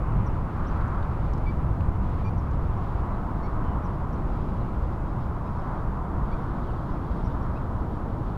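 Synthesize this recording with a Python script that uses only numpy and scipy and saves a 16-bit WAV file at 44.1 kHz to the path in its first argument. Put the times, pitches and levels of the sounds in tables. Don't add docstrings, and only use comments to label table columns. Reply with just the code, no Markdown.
import sys
import numpy as np
from scipy import signal
from scipy.fft import rfft, irfft
from scipy.io import wavfile
from scipy.ndimage import uniform_filter1d

SR = 44100
rng = np.random.default_rng(int(sys.argv[2]) if len(sys.argv) > 2 else 0)


def generate_wav(signal):
    frames = np.transpose(np.atleast_2d(signal))
    scaled = np.clip(frames, -1, 1) * 32767
    pcm = np.round(scaled).astype(np.int16)
    wavfile.write(sys.argv[1], SR, pcm)


N = 369116
T = np.arange(N) / SR


def undb(db):
    return 10 ** (np.asarray(db) / 20)


def unit(x):
    return x / np.sqrt(np.mean(x ** 2))


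def response(hz, points):
    point_hz, point_db = np.transpose(points)
    return undb(np.interp(np.log(hz + 1e-9), np.log(point_hz), point_db))


def noise(points):
    hz = np.fft.rfftfreq(N, 1 / SR)
    roll_off = 1 / np.maximum(hz / points[-1][0], 1) ** 2
    white_spectrum = rfft(rng.standard_normal(N))
    return unit(irfft(white_spectrum * response(hz, points) * roll_off, N))


def walk(rate):
    hold = max(int(SR / rate), 2)
    steps = np.repeat(rng.standard_normal(N // hold + 1), hold)
    smooth = uniform_filter1d(uniform_filter1d(steps, hold), hold)
    return unit(smooth[:N])


def flow(points, db, flicker_db, rate):
    return noise(points) * undb(db + flicker_db * walk(rate))


def swell(peak_s, length_s):
    return .5 ** ((2 * (T - peak_s) / length_s) ** 2)


def surges(steady_db, events):
    power = undb(steady_db) ** 2
    for peak_s, length_s, db in events:
        power = power + undb(db) ** 2 * swell(peak_s, length_s)
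    return 10 * np.log10(power)


def add(out, start, sound):
    i = max(int(start * SR), 0)
    out[i:i + len(sound)] += sound[:N - i]


def sing(hz, jitter, taper=0.62):
    tremble = unit(uniform_filter1d(rng.standard_normal(len(hz)), size=60))
    phase = 2 * np.pi * np.cumsum(hz * (1 + jitter * tremble)) / SR
    return phase, np.sqrt(2) * signal.windows.tukey(len(hz), taper)


def wind():
    # (frequency [Hz], relative level [dB per Hz])
    wind_colour = [(8, -5.5), (22, 1), (38, -0.5), (55, 1.5), (75, -1.5), (105, -3.5), (150, -7),
                   (185, -13), (230, -26), (400, -42), (900, -54)]
    # (time of the peak [s], length [s], rumble level [dB])
    gusts = [(0.156, 0.082, -21.5), (1.81, 0.16, -24.5), (2.147, 1.1, -28), (7.3, 0.33, -30.5)]
    start_db, ease_db_per_s = -26.5, 0.26
    db = surges(start_db - ease_db_per_s * T, gusts)
    return flow(wind_colour, db, flicker_db=0.13, rate=31)


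def traffic():
    # (time when nearest [s], time spent near [s], tyre roar level [dB], bright edge level [dB])
    vehicles = [(0.05, 0.3, -44, -47), (0.82, 0.39, -43.5, -39.5), (3.1, 0.71, -44, -50.5),
                (3.7, 0.67, -42, -45), (5.72, 0.35, -42, -46), (6.4, 0.59, -46.5, -44.5),
                (7.4, 0.48, -47, -46)]
    steady_tyre_db, steady_edge_db = -43.5, -48
    edge_falloff = 1.27
    tyre, edge = undb(steady_tyre_db) ** 2, undb(steady_edge_db) ** 2
    for nearest_s, near_s, tyre_db, edge_db in vehicles:
        nearness = 1 / (1 + (2 * (T - nearest_s) / near_s) ** 2)
        tyre = tyre + undb(tyre_db) ** 2 * nearness
        edge = edge + undb(edge_db) ** 2 * nearness ** edge_falloff
    return 10 * np.log10(tyre), 10 * np.log10(edge)


def road():
    # (frequency [Hz], relative level [dB per Hz])
    drone_colour = [(100, -6.5), (185, 4), (240, 0), (295, -1.5), (330, -1.5), (400, -6.5), (500, -8),
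                    (650, -10), (900, -13.5), (1600, -36.5)]
    tyre_colour = [(400, -21.5), (700, -5), (850, -4), (1000, -0.5), (1150, -7.5), (1400, -19), (2200, -38)]
    edge_colour = [(800, -17.5), (1100, 0), (1280, 0), (1500, -6), (1750, -14.5), (2100, -20.5),
                   (2500, -33), (4000, -46.5)]
    # (time [s], level [dB])
    drone_levels = [(0, -35.5), (1.7, -36), (2.9, -36.5), (4.4, -34), (5.7, -36.5), (6.2, -35), (8.37, -35)]
    drone_db = np.interp(T, *np.transpose(drone_levels))
    tyre_db, edge_db = traffic()
    drone = flow(drone_colour, drone_db, flicker_db=0.28, rate=13)
    tyres = noise(tyre_colour) * undb(tyre_db)
    edge = flow(edge_colour, edge_db, flicker_db=.5, rate=12)
    return drone + tyres + edge


def brush():
    # (frequency [Hz], relative level [dB per Hz])
    swish_colour = [(1200, -7), (1900, 5), (2400, 1.5), (2900, -4), (3800, -29), (7000, -25)]
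    rustle_colour = [(2000, -10), (3200, 5.5), (4200, 0.5), (5000, -3.5), (5800, -10), (6600, -16.5),
                     (9000, -23), (15000, -29)]
    # (time of the peak [s], length [s], swish level [dB], rustle level [dB])
    flurries = [(0.15, 0.23, -59.5, -80), (0.72, 0.22, -62, -68), (1.25, 0.44, -65, -68.5),
                (2.174, 0.19, -62, -68.5), (2.8, 0.3, -68, -70.5), (4.55, 0.51, -64, -71.5),
                (6.85, 0.88, -75, -67), (8.25, 0.6, -72, -71)]
    swish_start_db, swish_ease_db_per_s = -59, 1.03
    calm_rustle_db = -70.5
    peak_s, length_s, swish_db, rustle_db = np.transpose(flurries)
    stems_db = surges(swish_start_db - swish_ease_db_per_s * T, zip(peak_s, length_s, swish_db))
    leaves_db = surges(calm_rustle_db, zip(peak_s, length_s, rustle_db))
    stems = flow(swish_colour, stems_db, flicker_db=.7, rate=17)
    leaves = flow(rustle_colour, leaves_db, flicker_db=1.4, rate=27)
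    return stems + leaves


def ticks():
    # (start [s], centre frequency [Hz], width of one filter pass [Hz],
    # peak level [dB], time for the burst to decay to 1/e [s])
    snaps = [(.812, 4100, 1200, -53, .005), (.878, 5800, 3000, -56, .005), (1.028, 3600, 1200, -49, .005),
             (1.335, 4870, 1600, -48, 0.0027), (1.378, 5300, 3000, -57, .005),
             (1.808, 2280, 1500, -42, 0.0033), (2.511, 5260, 2000, -57, .005)]
    out, t = np.zeros(N), T[:SR // 20]
    for start, hz, width_hz, db, decay in snaps:
        b, a = signal.iirpeak(hz, hz / width_hz, fs=SR)
        burst = rng.standard_normal(len(t)) * np.exp(-t / decay)
        ring = signal.lfilter(b, a, signal.lfilter(b, a, burst))
        add(out, start, undb(db) * ring / np.abs(ring).max())
    return out


def far_birds(jitter=0.049):
    # (start [s], length [s], first pitch [Hz], last pitch [Hz], level [dB])
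    cries = [(3.02, 0.066, 2800, 3000, -69), (3.03, 0.137, 1900, 2060, -62), (3.10, .07, 3900, 4080, -72),
             (3.16, .05, 3050, 3170, -69), (3.62, 0.16, 3180, 2850, -67), (4.60, .03, 4150, 3800, -68),
             (4.712, .03, 3950, 3900, -74), (6.60, .06, 3600, 3950, -69), (6.66, .065, 3450, 2550, -65),
             (7.252, 0.032, 5350, 5250, -68), (7.28, .055, 3450, 3150, -73)]
    out = np.zeros(N)
    for start, length, first_hz, last_hz, db in cries:
        glide_hz = np.geomspace(first_hz, last_hz, int(length * SR))
        phase, envelope = sing(glide_hz, jitter)
        add(out, start, undb(db) * envelope * np.sin(phase))
    return out


def songbird(sweep=12, crest_s=0.0056, jitter=.016):
    # (start [s], length [s], time of the crest [s], crest pitch [Hz], level [dB])
    chips = [(0.26, 0.024, .258, 6200, -61.5), (0.660, 0.041, .689, 6020, -63.5),
             (2.368, 0.041, 2.381, 6030, -69), (2.770, .016, 2.785, 5800, -72),
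             (3.83, 0.05, 3.849, 5950, -68), (4.120, .030, 4.148, 6100, -68),
             (5.588, .020, 5.585, 5700, -70), (6.915, .040, 6.925, 5800, -75),
             (7.234, .036, 7.260, 5820, -67), (7.421, .018, 7.441, 5900, -71)]
    out = np.zeros(N)
    for start, length, crest, crest_hz, db in chips:
        t = start + T[:int(length * SR)]
        fall = sweep * (np.hypot(t - crest, crest_s) - crest_s)
        phase, envelope = sing(crest_hz * 2 ** -fall, jitter)
        add(out, start, undb(db) * envelope * np.sin(phase))
    return out


def wader(arch=0.086, whistle_jitter=0.0055, reed_jitter=0.015, throat_octaves=0.39, count=6):
    # (start [s], length [s], middle pitch of the whistle [Hz], its rise [octaves], whistle level [dB],
    # top pitch of the reed [Hz], reed level before the throat [dB], throat resonance [Hz])
    yelps = [(1.455, 0.057, 2300, .01, -47, 1153, -66, 3900),
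             (2.24, 0.06, 2385, .04, -50.5, 1165, -66, 4780),
             (3.424, 0.053, 2190, 0.19, -55, 1102, -66.5, 4600),
             (5.455, 0.034, 2450, .3, -66, 1275, -70, 4350),
             (6.311, .040, 2330, 0.22, -55.5, 1134, -64, 3820),
             (7.552, .034, 2580, 0.27, -58.5, 1290, -68, 4150)]
    out, k = np.zeros(N), np.arange(1, count + 1)
    for start, length, whistle_hz, rise, whistle_db, reed_hz, reed_db, throat_hz in yelps:
        u = np.linspace(-1, 1, int(length * SR))
        phase, envelope = sing(whistle_hz * 2 ** (rise * u / 2), whistle_jitter)
        add(out, start, undb(whistle_db) * envelope * np.sin(phase))

        phase, envelope = sing(reed_hz * 2 ** (-arch * u ** 4), reed_jitter, taper=0.34)
        throat = np.exp(-(np.log2(k * reed_hz / throat_hz) / throat_octaves) ** 2)
        reed = throat @ np.sin(np.outer(k, phase))
        add(out, start, undb(reed_db) * envelope * reed)
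    return out


def open_air(x, wet_db=-17, t60=.3):
    t = T[:SR // 2]
    tail = rng.standard_normal(len(t)) * np.exp(-np.log(1000) * t / t60)
    scattered = signal.fftconvolve(x, tail / np.linalg.norm(tail))[:N]
    return x + undb(wet_db) * scattered


def scene():
    background = wind() + road() + brush() + ticks()
    birds = far_birds() + songbird() + wader()
    return (background + open_air(birds))[None]


def record(dry):
    # (frequency [Hz], relative level [dB per Hz])
    hiss_colour = [(1000, -0.5), (5000, 4.5), (8000, 2.5), (11000, 1), (15500, 0.5)]
    hiss_db, top_hz = -72, 15550
    hiss = undb(hiss_db) * noise(hiss_colour)
    low_pass = signal.ellip(12, .1, 80, top_hz, fs=SR, output="sos")
    return signal.sosfilt(low_pass, dry + hiss)


dry = scene()
out = record(dry)
generate_wav(out)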